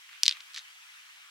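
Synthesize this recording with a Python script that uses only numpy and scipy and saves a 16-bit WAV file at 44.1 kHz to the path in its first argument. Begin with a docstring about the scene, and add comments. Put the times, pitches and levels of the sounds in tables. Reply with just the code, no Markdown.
"""A thin breeze and hooves brushing grass, then a quick rattle of dry, dead clacks: two antelope lock horns
in open grassland, out in front of a stereo microphone. Each blow is a heavily damped pulse with one
resonance. The ridged horns then scrape apart in a burst of small ticks over grainy rubbing. The ground
and the bushes farther off scatter a faint echo of every clack and tick."""
import sys
import numpy as np
from scipy import signal
from scipy.fft import rfft, irfft, next_fast_len
from scipy.io import wavfile
from scipy.ndimage import uniform_filter1d, map_coordinates

SR = 44100
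rng = np.random.default_rng(int(sys.argv[2]) if len(sys.argv) > 2 else 0)


def generate_wav(sig):
    """Save sig (samples, or channels by samples) to the path in sys.argv[1] as 16-bit PCM at SR."""
    pcm = np.round(np.clip(np.atleast_2d(sig).T, -1, 1) * 32767).astype(np.int16)
    wavfile.write(sys.argv[1], SR, pcm)


N = 57330  # 1.3 s

# share of a left-minus-right difference that each channel takes (left, right)
SIDES = np.array([[.5], [-.5]])


def amp(db):
    """Decibels to gain."""
    return 10 ** (np.asarray(db) / 20)


def unit(x):
    """x scaled to rms 1."""
    return x / np.sqrt(np.mean(x ** 2) + 1e-20)


def along(points, hz):
    """A curve of (Hz, value) points, read at hz on a log axis."""
    knots_hz, values = np.transpose(points)
    return np.interp(np.log(hz + 1), np.log(knots_hz + 1), values)


def wobble(rate):
    """A smooth random curve, rate knots a second."""
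    knots = rng.standard_normal(int(N * rate / SR) + 4)
    return map_coordinates(knots, [np.arange(N) * rate / SR])


def filtered(x, response):
    """x through a complex response, given as a function of Hz."""
    size = next_fast_len(N + SR // 2)
    return irfft(rfft(x, size) * response(np.fft.rfftfreq(size, 1 / SR)), size)[..., :N]


def placed(x, lead_s, balance):
    """Direction at the microphone: the left leads by lead_s and is louder by the (Hz, dB) balance."""
    panned = lambda hz: amp(SIDES * along(balance, hz))
    return filtered(x, lambda hz: panned(hz) * np.exp(2j * np.pi * hz * SIDES * lead_s))


def add(track, start_s, sound):
    """Mixes a sound into a track at start_s."""
    part = track[:, round(start_s * SR):][:, :sound.shape[-1]]
    part += sound[..., :part.shape[1]]


def rush(colour, likeness):
    """Stereo noise of rms 1, from curves of (Hz, dB) colour and (Hz, left-right likeness)."""
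    def mid_and_side(hz):
        turn = np.arccos(np.clip(along(likeness, hz), -1, 1)) / 2
        return amp(along(colour, hz)) * [np.cos(turn), np.sin(turn)]
    mid, side = filtered(rng.standard_normal((2, N)), mid_and_side)
    return unit(np.array([mid + side, mid - side]))


def breeze(patchy_db=2.4, smooth_above_hz=4500):
    """Air in distant leaves, a little to the left: a wide hiss, wavering in patches below a smooth top."""
    # spectrum of the leaves (frequency [Hz], level [dB])
    colour = [(30, -53), (200, -55), (300, -46.5), (450, -36.5), (650, -23), (900, -11.5), (1250, -4.5),
              (1700, -2), (2300, 0), (3100, -1), (4200, -8), (6000, -9.5), (8500, -14.5), (11000, -17.5),
              (15500, -22.5)]
    # width of the hiss (frequency [Hz], left-right likeness [0..1])
    likeness = [(100, .5), (300, 0.55), (640, .45), (1400, 0.4), (3100, .45), (6000, 0.14), (15000, .15)]
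    # strength of the breeze (time [s], level [dB])
    swell = [(0, -52.5), (.07, -53), (.2, -52), (.5, -51.5), (.75, -52), (.95, -52), (1.3, -53)]
    level_db = np.interp(np.arange(N) / SR, *np.transpose(swell))
    hz, _, spectra = signal.stft(rush(colour, likeness), SR, nperseg=512)
    patches = uniform_filter1d(rng.standard_normal(spectra.shape[1:]), size=4, axis=0)  # across pitch
    patches = unit(uniform_filter1d(patches, size=7, axis=1))  # across time
    depth_db = patchy_db / (1 + (hz[:, None] / smooth_above_hz) ** 2)
    _, hiss = signal.istft(spectra * amp(depth_db * patches), nperseg=512)
    return amp(level_db) * placed(unit(hiss[:, :N]), lead_s=.00022, balance=[(1000, .77)])


def friction(strokes, colour, grain_db, likeness, grains_per_s=1500):
    """Grainy noise in strokes that swell and die away, coloured by what is rubbed."""
    t = np.arange(N) / SR
    level = sum(amp(db) * np.exp(-np.maximum((peak_s - t) / rise_s, (t - peak_s) / fall_s))
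                for peak_s, rise_s, fall_s, db in strokes)
    roughness = amp(grain_db * wobble(grains_per_s))
    grains = unit(roughness * rush([(1000, 0)], [(1000, likeness)]))
    return filtered(level * grains, lambda hz: unit(amp(along(colour, hz))))


def hooves():
    """Hooves brush through the grass, faint and wide at the microphone."""
    # strokes through the grass (peak time [s], rise [s], fall [s], level [dB])
    steps = [(.093, 0.0013, 0.0032, -48), (.130, 0.016, 0.034, -48), (.24, 0.0079, 0.0051, -43.5),
             (.305, .012, 0.03, -46.5), (.371, 0.014, 0.0048, -47), (.409, .01, 0.0099, -53),
             (1.068, 0.00082, 0.00067, -45)]
    # spectrum of brushed grass (frequency [Hz], level [dB])
    grass = [(30, -62), (300, -49), (700, -28.5), (1200, -4.5), (1700, -3), (2400, 0), (3300, -3.5),
             (5000, -15), (8000, -24.5), (16000, -35)]
    return friction(steps, grass, grain_db=3.5, likeness=.36)


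def horn_rubbing():
    """Horn slides on horn in two short, grainy strokes as the animals pull apart."""
    # sliding strokes (peak time [s], rise [s], fall [s], level [dB])
    rubs = [(.550, 0.0054, .005, -47.5), (.578, .012, 0.014, -38.5)]
    # spectrum of rubbed horn (frequency [Hz], level [dB])
    colour = [(30, -43), (100, -30), (200, -41), (450, -44), (800, -21.5), (1200, -4), (1700, -3),
              (2800, -0.5), (4400, 2), (6200, -5.5), (9000, -17), (11000, -33), (16000, -46)]
    return friction(rubs, colour, grain_db=4.5, likeness=.77)


def scatter(pulse, level_db, t60_s, likeness):
    """A pulse thrown back by the surroundings: a dying stereo tail just behind the direct sound."""
    t = np.arange(SR // 4) / SR
    mid, side = rng.standard_normal((2, len(t)))
    turn = np.arccos(np.clip(likeness, -1, 1)) / 2
    noise = np.cos(turn) * mid + np.sin(turn) * np.array([side, -side])
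    tail = noise * amp(-60 * t / t60_s) * (1 - np.exp(-t / .00039))
    return amp(level_db) * signal.fftconvolve(pulse, tail / np.linalg.norm(tail[0]), axes=1)


def horn_contact(peak_db, ring_hz, width_hz, lift_db, tilt_db, size=2048):
    """One push through the horn: a broad, heavily damped body and a resonance set by where it is hit."""
    # spectrum of struck horn (frequency [Hz], level [dB])
    body = [(30, -67.5), (200, -57.5), (350, -52), (550, -39.5), (750, -47), (1000, -31.5), (1600, -17),
            (2200, -7), (3000, -1), (4200, 2.5), (6000, -2.5), (7100, -9), (8600, -9.5), (10200, -19),
            (12500, -23), (16000, -35.5)]
    hz = np.fft.rfftfreq(size, 1 / SR)
    ring_power = 1 + (amp(lift_db) ** 2 - 1) / (1 + ((hz - ring_hz) / width_hz) ** 2)
    octaves = np.log2(np.maximum(hz, 1000) / ring_hz)
    spectrum = amp(along(body, hz) + tilt_db * octaves) * np.sqrt(ring_power)
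    # minimum phase packs the energy at the start, for a sharp attack
    cepstrum = irfft(np.log(spectrum))
    cepstrum[1:size // 2] *= 2
    cepstrum[size // 2 + 1:] = 0
    pulse = irfft(np.exp(rfft(cepstrum)))
    return amp(peak_db) * pulse / np.abs(pulse).max()


def horns(ridge_width_hz=100, ridge_pan_db=-1):
    """Blows and catching ridges near centre, each scattered by the nearby ground and farther bushes."""
    # horn blows; the hardest catch two or three times
    # (time [s], peak [dB], ring [Hz], ring width [Hz], ring lift [dB], brightness [dB/octave])
    clacks = [(.23381, -1.5, 5680, 730, 9.5, 2), (.23424, -9.6, 5670, 900, 1.7, 10),
              (.2489, -28, 4800, 900, 5, 1), (.2563, -12, 4500, 660, 7.6, -.8),
              (.26381, -6.2, 4400, 600, 7.5, -.7), (.2805, -5.2, 5570, 570, 8, -1),
              (.28063, -1.4, 3630, 260, 9.6, -1.4), (.28166, -5.4, 3340, 270, 14.2, .7),
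              (.2845, -19, 4700, 400, 10, -3), (.2929, -12.3, 4760, 310, 15, -2.8),
              (.29331, -14.9, 5070, 170, 14.8, -5.4), (.2945, -26, 2450, 100, 19, -3),
              (.2993, -27, 4500, 500, 8, -3), (.31179, -13.9, 3500, 450, 11, -3.2),
              (.3251, -19.8, 3550, 400, 11, -4.1), (.3332, -33, 3300, 600, 6, -4),
              (.3695, -38, 1500, 350, 14, -8), (.4055, -29, 3000, 900, 4, -5),
              (.4084, -36, 4200, 500, 7, -4)]
    # ridges catching as the horns slide apart
    # (time [s], peak [dB], ring [Hz], ring lift [dB], brightness [dB/octave])
    ridges = [(.5355, -35.5, 4500, 7, 2), (0.545, -26.5, 5200, -3, 3), (0.5494, -30, 3970, 19, 2.5),
              (.5620, -26, 4430, -5, -0.5), (.5632, -25.5, 1960, 20, 0.5), (.5697, -33, 4600, -1, -6),
              (0.572, -35, 4000, 1, -2), (0.5753, -25, 4400, 10, -2.5), (.5773, -27.5, 1750, 20, -8),
              (0.5819, -30, 6400, 17.5, 1.5), (0.5838, -26, 6200, 11.5, 1.5), (0.5923, -30.5, 3820, 16, 0)]
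    # balance of the horns at the microphone (frequency [Hz], left minus right [dB])
    balance = [(1000, -0.5), (4600, 1), (6200, -0.5), (7700, -2), (9200, -2.5), (10700, -6), (13000, -4)]
    # colour of the echo from the bushes (frequency [Hz], gain [dB])
    bush_colour = [(100, 3), (600, 6.5), (1500, 6), (3000, 0), (5000, -3.5), (10000, 1.5), (16000, -15)]
    blows = [(start_s, horn_contact(*blow)[None]) for start_s, *blow in clacks]
    to_the_right = amp(ridge_pan_db * SIDES)
    ticks = [(start_s, to_the_right * horn_contact(db, hz, ridge_width_hz, lift, tilt))
             for start_s, db, hz, lift, tilt in ridges]
    near, far = np.zeros((2, 2, N))
    for start_s, pulse in blows + ticks:
        add(near, start_s, pulse)
        add(near, start_s, scatter(pulse, level_db=-15.5, t60_s=.014, likeness=.65))  # ground
        add(far, start_s, scatter(pulse, level_db=-16, t60_s=.17, likeness=.31))  # bushes
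    bush_echo = filtered(far, lambda hz: amp(along(bush_colour, hz)))
    return placed(near, lead_s=-.000016, balance=balance) + bush_echo


def scene():
    """The grassland at the microphone: two antelope sparring against a distant breeze."""
    return horn_rubbing() + hooves() + breeze() + horns()


def record(dry, top_hz=16100):
    """The recorder keeps nothing above its band limit."""
    return filtered(dry, lambda hz: hz < top_hz)


dry = scene()
out = record(dry)
generate_wav(out)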